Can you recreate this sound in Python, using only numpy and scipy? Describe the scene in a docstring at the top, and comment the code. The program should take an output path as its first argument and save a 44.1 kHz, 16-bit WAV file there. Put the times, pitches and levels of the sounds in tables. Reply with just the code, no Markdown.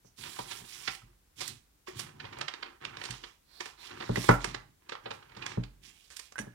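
"""Glossy magazine pages slide, flex and crinkle on a workbench in a small room, close to a hand-held phone.
Soft bumps open the scene; fibres catch and slip in a hiss, bending sheets crackle and creases snap.
Just after 4 s things are set down: two dull thumps, then one hard knock that rings the bench top.
The pages rustle on, another thump lands near 5.6 s, and at the end a small metal tool clinks.
Throughout, the phone's right port faces the paper; the left one hears it later and duller."""
import sys
import numpy as np
from scipy import signal
from scipy.fft import rfft, irfft
from scipy.io import wavfile
from scipy.ndimage import uniform_filter1d, minimum_filter1d

SR = 44100
rng = np.random.default_rng(int(sys.argv[2]) if len(sys.argv) > 2 else 0)


def transcribe(u):
    """Save the signal u as a 16-bit wav file named by the first command-line argument.

    u: samples, shape (n,) or (channels, n), limited to [-1, 1]; the rate is SR.
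    q: integer samples, one column per channel.
    """
    v = np.clip(np.atleast_2d(u).T, -1, 1)
    q = np.round(v * 32767).astype(np.int16)
    wavfile.write(sys.argv[1], SR, q)


N = 288414
TIME = np.arange(N) / SR

# tone of the room's rumble and the ports' hiss: frequency_hz, gain_db
ROOM_TONE_EQ = [(20, 4), (50, 14), (120, 2), (300, -4.5), (600, -18), (1500, -18.5), (3000, -21.5),
                (8000, -22.5), (16000, -25)]

# blows and soft bumps, brighter for hard things than for a hand: start_s, level_db, cutoff_hz
BENCH_HITS = [(0.047, -53, 497), (0.19, -47.5, 160), (0.393, -40, 1010), (0.613, -45.5, 253),
              (0.877, -43.5, 500), (1.031, -47, 67), (3.096, -36, 134), (4.094, -19, 382),
              (4.173, -21.5, 447), (4.291, -9.5, 2390), (4.47, -35, 196), (5.369, -44, 200),
              (5.574, -19.5, 256), (6.392, -36.5, 400), (6.469, -39, 393)]
# modes of the bench top with the things on it: pitch_hz, level_db, t60_s
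BENCH_MODES = [(45.6, -9, 0.58), (84, -21, .12), (121.5, 4, 0.23), (181.7, 0, 0.2), (228, -4, 0.15),
               (287.3, -12, 0.22), (403, -1.5, 0.075), (452, -2.5, 0.064), (580, -8.5, 0.06),
               (737, -19.5, 0.065), (925, -20.5, 0.063), (947, -5, 0.11), (1036, -18.5, 0.17),
               (1130, -6, 0.095), (1250, -5.5, 0.015), (1335, -1.5, 0.12), (1346, -12, 0.19),
               (1478, 9, 0.028), (1660, -24, .1), (1810, -6.5, 0.049), (1936, -21, .04)]
# thud of the air a blow pushes: frequency_hz, gain_db
THUD_EQ = [(25, -26), (60, 0.5), (200, -6), (500, -1.5), (1000, 0.5), (1500, -1), (2000, -4.5),
           (2600, -27.5), (5000, -39), (12000, -59.5)]
# rattle of things lying on the bench: frequency_hz, gain_db
RATTLE_EQ = [(100, -15), (300, -4), (600, -29.5), (900, -11.5), (1400, -11.5), (2000, -3.5), (2600, -21.5),
             (5000, -36), (12000, -41.5)]

# light strokes that sing on glossy paper: middle_s, level_db, pitch_hz, half_length_s
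LIGHT_STROKES = [(0.071, -59, 5800, 0.022), (3.592, -52.5, 4330, 0.085), (3.817, -50.5, 4040, 0.031)]
# pushes of one sheet over another: start_s, rise_s, length_s, hiss_db, sheen_db
SHEET_PUSHES = [(0.155, 0.056, 0.27, -49, -57), (0.43, 0.071, .16, -50, -55.5),
                (0.59, 0.13, 0.35, -49.5, -58), (1.345, 0.078, 0.14, -46, -56),
                (1.86, 0.0099, 0.074, -59.5, -77), (1.94, 0.051, 0.074, -47, -55),
                (2.98, 0.024, 0.18, -52.5, -69), (3.2, 0.029, 0.093, -61, -77),
                (3.59, .05, 0.1, -54.5, -69.5), (3.77, 0.13, 0.1, -48, -63), (3.94, 0.066, 0.24, -56, -71),
                (4.10, .11, .21, -43.5, -52), (4.36, 0.085, 0.13, -51, -68.5),
                (5.11, 0.037, 0.033, -59, -69), (5.44, 0.063, 0.082, -53.5, -76),
                (5.805, 0.049, 0.088, -57, -68), (5.9, .05, .18, -65.5, -74.5),
                (6.1, 0.055, 0.16, -59, -68)]
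# hiss of slipping fibres: frequency_hz, gain_db
HISS_EQ = [(300, -33.5), (700, -16), (1100, -8.5), (2000, -3.5), (3300, 5.5), (5000, 7), (7000, 0.5),
           (9000, -11), (12000, -22), (16000, -38)]
# top-octave sheen of a fast stroke: frequency_hz, gain_db
SHEEN_EQ = [(3000, -33.5), (7000, -9.5), (9300, -7), (11500, -9), (13500, -13.5), (16000, -14)]

# bends of a sheet under the hand: start_s, rise_s, length_s, crackle_db, rub_db
SHEET_BENDS = [(0.17, 0.034, 0.13, -56, -56), (0.33, 0.017, 0.32, -57.5, -61), (0.66, 0.11, 0.27, -60, -67),
               (1.0, .04, 0.11, -74, -65.5), (1.36, 0.035, 0.13, -59.5, -54.5),
               (1.48, 0.028, 0.054, -71, -56), (1.86, 0.069, 0.19, -61, -69), (1.92, 0.046, 0.14, -60, -50),
               (2.05, .04, 0.2, -64, -57.5), (2.185, 0.021, 0.24, -53.5, -52.5),
               (2.44, 0.086, 0.26, -54.5, -71), (2.8, 0.019, .33, -53.5, -57),
               (3.15, 0.056, 0.13, -63, -74), (3.46, 0.049, 0.16, -70, -87), (3.6, .04, .09, -60.5, -64),
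               (3.77, 0.026, 0.29, -57.5, -70.5), (3.89, 0.069, 0.37, -49.5, -51),
               (4.33, 0.075, 0.25, -54.5, -52.5), (4.6, 0.038, 0.087, -83.5, -60),
               (4.8, 0.029, .08, -67.5, -78), (4.88, 0.026, 0.11, -61.5, -70),
               (5.02, 0.027, 0.14, -55.5, -57.5), (5.16, 0.064, 0.34, -62.5, -66),
               (5.33, 0.096, 0.2, -50.5, -53), (5.6, 0.035, 0.3, -84, -63.5),
               (6.37, 0.025, 0.081, -57, -53)]
# crackle of a bending sheet: frequency_hz, gain_db
CRACKLE_EQ = [(150, -17), (350, 5.5), (600, -14), (1000, -0.5), (1500, 1.5), (2500, -8), (4000, -11),
              (8000, -35.5), (16000, -34)]
# rumble of the hand rubbing on the bench: frequency_hz, gain_db
RUB_EQ = [(20, -8), (45, -33), (80, 1.5), (125, 9.5), (200, -4), (350, -7.5), (550, -30.5), (1000, -45),
          (4000, -71)]

# loud creases snapping through: start_s, level_db, crisp_db, body_db, facet_hz, length_s
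LOUD_CREASES = [(0.2378, -37.5, 2, -8.5, 3270, .006), (0.39, -34.5, 3, 8, 1140, .011),
                (0.5133, -35, 6, -7.5, 3500, .012), (0.8777, -26, -5.5, -8, 1930, .01),
                (0.9503, -40, 12, -24, 2910, .004), (1.408, -30, 14, -3, 4470, 0.02),
                (1.479, -30, 26, -17, 4800, .006), (1.873, -43, 3, -2.5, 2140, 0.026),
                (1.9943, -31.5, 17.5, -4.5, 5220, .011), (2.2012, -38.5, -18, -8, 1630, .009),
                (2.244, -44, -33, 2.5, 1270, .013), (2.329, -43.5, -8, -5, 1190, 0.012),
                (2.388, -44, 22, 15, 1640, .003), (2.4122, -28.5, 0, -1.5, 1210, .011),
                (2.4833, -29, -5.5, -12, 3300, .007), (2.539, -34.5, -6, -1, 1660, .009),
                (2.6285, -32, -15, -5.5, 1690, 0.0062), (2.8513, -31, -1, -3, 2800, .004),
                (2.971, -37, -3, -1, 3250, .005), (3.016, -36.5, -17, -1, 1540, .003),
                (3.038, -34, 11, -2, 4330, 0.01), (3.0527, -33.5, 9.5, -6, 4560, 0.01),
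                (3.1067, -31.5, 14, -12, 4460, .009), (3.239, -38.5, -8, -5.5, 3230, .007),
                (3.606, -31.5, 6, -2, 2020, .008), (3.658, -38.5, 11, 0.5, 1750, .009),
                (3.912, -43, -28, -4, 1450, 0.0067), (4.004, -36, -9.5, 5, 1290, .013),
                (4.158, -33, 4.5, 2, 1880, .012), (4.242, -34.5, 13, 5, 1840, 0.01),
                (4.2902, -20.5, 3, 14, 1380, .006), (4.445, -24.5, 10.5, 6, 2120, 0.0053),
                (4.546, -30, -2, 3, 1950, .007), (4.8943, -37.5, 0.5, -1.5, 1480, .006),
                (4.9217, -34, -9, 2, 1490, .015), (4.954, -39, -17, 3, 1520, 0.0025),
                (5.0584, -37.5, -37, 10.5, 1310, .013), (5.108, -35.5, -6, 4.5, 1170, .014),
                (5.368, -43.5, 0.5, 8.5, 3480, .014), (5.4227, -37.5, -12, -12, 2650, 0.014),
                (5.4638, -29.5, 8, -8.5, 1720, .005), (5.638, -41, 0.5, 0, 4180, 0.005),
                (6.104, -48, 16.5, -5, 1720, 0.032), (6.168, -34.5, 23.5, -20, 4490, .006),
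                (6.1947, -36, 17, -7, 4960, .007), (6.323, -46.5, 14, 3, 6150, .005)]
# snap common to all creases: frequency_hz, gain_db
SNAP_EQ = [(60, -8), (200, -4), (400, 2), (700, -4), (1200, 4), (2000, -0.5), (3200, 0.5), (4500, 4),
           (6500, -6.5), (9000, -16.5), (12000, -29), (16000, -44)]

# small loose things tapping: start_s, level_db, pitch_hz, t60_s
LOOSE_TAPS = [(1.019, -56.5, 1300, .05), (1.873, -46, 1114, 0.047), (1.882, -42.5, 367, 0.14),
              (3.604, -50.5, 357, 0.12), (4.158, -28, 1960, 0.023), (4.312, -25, 1431, .11),
              (4.339, -27.5, 1371, 0.12), (6.357, -39, 1525, 0.068), (6.367, -52, 1520, 0.04),
              (6.400, -37.5, 205.6, 0.17)]
# touches of the metal tool: start_s, level_db, cutoff_hz
TOOL_HITS = [(6.381, -37.5, 7000), (6.389, -30.5, 11100)]
# modes of the metal tool: pitch_hz, level_db, t60_s
TOOL_MODES = [(1623, 6.5, 0.029), (1690, -14, 0.47), (1980, 0, 0.014), (3560, -14, 0.037),
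              (5800, -13, 0.15), (5960, -2.5, 0.13), (7100, -11.5, 0.15), (8500, -9, 0.1),
              (9200, -15, 0.13), (10100, -15, .13)]

# tone of the small room's tail: frequency_hz, gain_db
REVERB_EQ = [(60, -13), (150, -5), (350, -4), (1200, 0.5), (4000, -6), (8000, -4.5), (16000, -8.5)]
# response of the phone's two ports: frequency_hz, left_db, right_db
PORT_EQ = [(104, -7, -4.5), (386, 2.5, -0.5), (785, 9, 7.5), (1374, -7.5, 0), (2380, -2.5, 7),
           (4580, -20.5, -1.5), (8400, -23.5, 1.5), (16000, -13.5, -4)]

SLIDE_T60_S, BEND_T60_S = 0.21, 0.25  # a pushed sheet coasts to rest, a bent one settles
BEND_HISS_DB, BEND_SHEEN_DB = -12.5, -32  # a bending sheet also slips a little, relative to its crackle
PAPER_LAG_S, SLIDE_LAG_S = 0.00055, 0.0005  # the left port hears later


def amp(db):
    """Decibels to gain."""
    return 10 ** (np.asarray(db) / 20)


def unit(x):
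    """Scale to rms 1."""
    return x / np.sqrt(np.mean(x ** 2))


def peaked(x, db):
    """Scale a hit so that its loudest 4 ms have this level."""
    return x * amp(db) / np.sqrt(uniform_filter1d(x ** 2, size=176, mode="constant").max())


def fade(t, t60):
    """Exponential decay by 60 dB in t60 seconds."""
    return np.exp(-np.log(1000) * t / t60)


def eq(x, points):
    """Causal filter through (frequency_hz, gain_db) points, by way of the cepstrum."""
    size = 4096
    hz, db = np.transpose(points)
    bins_hz = np.maximum(np.arange(size // 2 + 1) * SR / size, 1)
    gain = amp(np.interp(np.log(bins_hz), np.log(hz), db))
    cepstrum = irfft(np.log(gain))
    cepstrum[1:size // 2] *= 2
    cepstrum[size // 2 + 1:] = 0
    impulse_response = irfft(np.exp(rfft(cepstrum)))
    return signal.fftconvolve(x, impulse_response)[:len(x)]


def soften(x, cutoff_hz):
    """Low-pass: a soft contact pushes for longer and leaves the high modes alone."""
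    return signal.sosfilt(signal.butter(2, min(cutoff_hz, .45 * SR), fs=SR, output="sos"), x)


def ring(modes, t):
    """Free ringing of a struck object; neighbouring modes start in opposite directions."""
    return sum((-1) ** k * amp(db) * fade(t, t60) * np.sin(2 * np.pi * hz * t)
               for k, (hz, db, t60) in enumerate(modes))


def grains(count, per_s, spread_db):
    """Tiny slips and buckles at random moments; with spread, most are small and a few large."""
    happens = rng.random(count) < per_s / SR
    sizes = amp(spread_db * np.minimum(rng.exponential(size=count), 4))
    return unit(happens * sizes * rng.choice([-1, 1], count) + 1e-9)


def flutter(per_s, depth_db, count=N):
    """A gain that wanders at random."""
    knots = rng.standard_normal(count)
    return amp(depth_db * np.interp(TIME[:count] * per_s, np.arange(count), knots))


def shifting(x, per_s, depth_db):
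    """The contact patch moves, so each half-octave swells and fades on its own."""
    spectrum = rfft(x)
    bins_hz = np.maximum(np.arange(N // 2 + 1) * SR / N, 1)
    half_octaves = np.clip(2 * np.log2(bins_hz / 500), 0, 10)
    bands = (irfft(spectrum * np.maximum(1 - np.abs(half_octaves - k), 0), N) for k in range(11))
    return sum(band * flutter(per_s, depth_db) for band in bands)


def stroke_envelopes(table, t60):
    """Each stroke speeds up, holds and dies away; one envelope for each of the two level columns."""
    power = np.zeros((2, N))
    for start_s, rise_s, length_s, *levels_db in table:
        age = TIME - start_s
        attack = np.sin(np.pi / 2 * np.clip(age / rise_s, 0, 1)) ** 2
        release = fade(np.maximum(age - length_s, 0), t60)
        power += (amp(levels_db)[:, None] * attack * release) ** 2
    return np.sqrt(power)


def add(track, start_s, sound):
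    """Mix a sound into a track at its cue."""
    start = max(int(start_s * SR), 0)
    track[start:start + len(sound)] += sound[:N - start]


def room_tone(level_db=-68):
    """A bed of faint room rumble shared by both ports, plus their own hiss."""
    rumble = soften(rng.standard_normal(N), cutoff_hz=350)
    hisses = [eq(rng.standard_normal(N), [(100, -11), (600, 10)]) for _ in range(2)]
    return np.array([amp(level_db) * unit(eq(rumble + hiss, ROOM_TONE_EQ)) for hiss in hisses])


def knocks():
    """Blows push the air, ring the bench top and briefly rattle what lies on it."""
    out, t = np.zeros(N), TIME[:SR]
    body = ring(BENCH_MODES, t)
    thud = peaked(eq(signal.unit_impulse(len(t)), THUD_EQ), db=6)
    for start_s, level_db, cutoff_hz in BENCH_HITS:
        rattle = unit(eq(rng.standard_normal(len(t)), RATTLE_EQ)) * fade(t, t60=.15)
        hit = soften(thud + body + amp(-7.5) * rattle, cutoff_hz)
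        add(out, start_s, peaked(hit, level_db + .39))
    return out


def swishes():
    """A light, even stroke slips at a nearly steady rate and swells in one band."""
    out = np.zeros(N)
    for middle_s, level_db, hz, half_length_s in LIGHT_STROKES:
        band = eq(rng.standard_normal(N), [(hz / 1.5, -22), (hz, 0), (hz * 1.5, -22)])
        swell = np.exp(-((TIME - middle_s) / half_length_s) ** 2)
        out += amp(level_db) * unit(band) * swell
    return out


def sliding():
    """Paper on paper: fibres catch and slip thousands of times a second; fast strokes add a sheen."""
    hiss_gain, sheen_gain = stroke_envelopes(SHEET_PUSHES, SLIDE_T60_S)
    bending, _ = stroke_envelopes(SHEET_BENDS, BEND_T60_S)
    hiss_gain = np.hypot(hiss_gain, amp(BEND_HISS_DB) * bending)
    sheen_gain = np.hypot(sheen_gain, amp(BEND_SHEEN_DB) * bending)
    slips = grains(N, per_s=3500, spread_db=2.9) * flutter(per_s=110, depth_db=1.9)
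    fine_slips = grains(N, per_s=14000, spread_db=2.2) * flutter(per_s=80, depth_db=1.2)
    slips = shifting(slips, per_s=22, depth_db=2.2)
    hiss = amp(2.5) * hiss_gain * unit(eq(slips, HISS_EQ))
    sheen = amp(8) * sheen_gain * unit(eq(fine_slips, SHEEN_EQ))
    return hiss + sheen


def flexing():
    """A bending sheet crackles in small spurts, while the hand's rubbing rumbles in the bench."""
    crackle_gain, rub_gain = stroke_envelopes(SHEET_BENDS, BEND_T60_S)
    buckles = grains(N, per_s=1500, spread_db=3.2) * flutter(per_s=90, depth_db=3)
    buckles = shifting(buckles, per_s=22, depth_db=2.2)
    drag = grains(N, per_s=900, spread_db=1.5) * flutter(per_s=18, depth_db=1.5)
    crackle = amp(-.5) * crackle_gain * unit(eq(buckles, CRACKLE_EQ))
    rub = amp(1.5) * rub_gain * unit(eq(drag, RUB_EQ))
    return crackle + rub


def small_creases(per_s=8, candidates=80):
    """Cues for small, dull creases that give way at random, their level riding the bending."""
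    bending, _ = stroke_envelopes(SHEET_BENDS, BEND_T60_S)
    crisp_db, body_db, length_s = -17, 0, .007
    cues = []
    for when, chance, size, tuning in rng.random((candidates, 4)):
        if chance < per_s * TIME[-1] / candidates:
            start = int(when * N)
            level_db = 20 * np.log10(bending[start] + 1e-9) + 4.5 + 6 * size
            facet_hz = 1474 * 2 ** (tuning - .5)
            cues.append((TIME[start], level_db, crisp_db, body_db, facet_hz, length_s))
    return cues


def creases():
    """Each crease gives way in a short avalanche of buckles that rings the facet of paper beside it."""
    out, t = np.zeros(N), TIME[:SR // 8]
    lead_s = .025
    since_snap = np.maximum(t - lead_s, 0)
    # a faint crackle swells into each snap and softens its onset
    lead_in = amp(-8) * fade(np.abs(t - lead_s), t60=.016)
    shiver = amp(-14) * fade(since_snap, t60=.13) * (since_snap > 0)  # the sheet shivers afterwards
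    for start_s, level_db, crisp_db, body_db, facet_hz, length_s in LOUD_CREASES + small_creases():
        progress = since_snap / length_s
        avalanche = 3 * progress ** .82 * np.exp(-2.5 * progress)
        spurts = flutter(per_s=500, depth_db=2, count=len(t))
        buckles = grains(len(t), per_s=9000, spread_db=0) * spurts * (lead_in + avalanche + shiver)
        # tight creases are crisp, wide ones have body
        tone = [(600, body_db), (1800, .0063), (4000, 0), (9000, crisp_db), (14000, 1.7 * crisp_db - 4.5)]
        facet = [(facet_hz / 1.35, 0), (facet_hz, 4.5), (facet_hz * 1.35, 0)]
        snap = eq(eq(buckles, SNAP_EQ), tone)
        add(out, start_s - lead_s - .001, peaked(eq(snap, facet), level_db - .3))
    return out


def taps():
    """A light contact rings one damped note, blurred by chatter against the paper."""
    out, t = np.zeros(N), TIME[:SR // 4]
    for start_s, level_db, hz, t60 in LOOSE_TAPS:
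        chatter = unit(eq(rng.standard_normal(len(t)), [(hz / 2, -25), (hz, 0), (hz * 2, -25)]))
        note = np.sin(2 * np.pi * hz * t) + amp(-9.5) * chatter
        add(out, start_s, peaked(note * fade(t, t60), level_db + .3))
    return out


def clinks():
    """The metal tool touches lightly, then lands with a short scrape, bouncing in tiny steps as it rings."""
    out, t = np.zeros(N), TIME[:SR // 2]
    for start_s, level_db, cutoff_hz in TOOL_HITS:
        scrape = rng.standard_normal(len(t)) * (fade(t, t60=.04) + amp(-17) * fade(t, t60=.2))
        scrape = eq(scrape, [(1500, -4), (4000, -6.5), (10000, -1), (12500, -31)])
        chatter = flutter(per_s=350, depth_db=4, count=len(t))
        metal = ring(TOOL_MODES, t) * chatter + amp(5.5) * scrape
        add(out, start_s, peaked(soften(metal, cutoff_hz), level_db + .3))
    return out


def in_room(x, lag_s, reverb_db):
    """Direct sound at both ports, the left one late, each with its own tail of the small room."""
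    t = TIME[:SR // 2]
    delayed = np.interp(TIME - lag_s, TIME, x)
    channels = []
    for direct in (delayed, x):
        tail = rng.standard_normal(len(t)) * fade(t, t60=.29) * (t > .006)  # 6 ms pre-delay
        tail = eq(tail / np.linalg.norm(tail), REVERB_EQ)
        channels.append(direct + amp(reverb_db) * signal.fftconvolve(x, tail)[:N])
    return np.array(channels)


def scene():
    """Paper, bench and tool, heard through the two ports; the phone's body shades the left one."""
    mix = in_room(creases() + flexing(), PAPER_LAG_S, reverb_db=-5)
    mix += in_room(sliding() + swishes(), SLIDE_LAG_S, reverb_db=-2)
    mix += in_room(knocks() + taps() + clinks(), PAPER_LAG_S, reverb_db=-9.5)
    ports = np.array(PORT_EQ)
    left = eq(mix[0], ports[:, [0, 1]])
    right = eq(mix[1], ports[:, [0, 2]])
    return np.array([left, right]) + room_tone()


def record(dry):
    """The phone drops the deepest rumble, limits any peak over its ceiling and cuts the top."""
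    low_cut_hz, high_cut_hz, ceiling = 29, 15850, .95
    low_cut = signal.butter(2, low_cut_hz, "highpass", fs=SR, output="sos")
    high_cut = signal.ellip(12, .1, 90, high_cut_hz, fs=SR, output="sos")
    trimmed = signal.sosfilt(low_cut, dry)
    safe_gain = ceiling / np.maximum(np.abs(trimmed).max(axis=0), ceiling)
    limiter_gain = uniform_filter1d(minimum_filter1d(safe_gain, size=129), size=129)
    return signal.sosfilt(high_cut, trimmed * limiter_gain)


dry = scene()
out = record(dry)
transcribe(out)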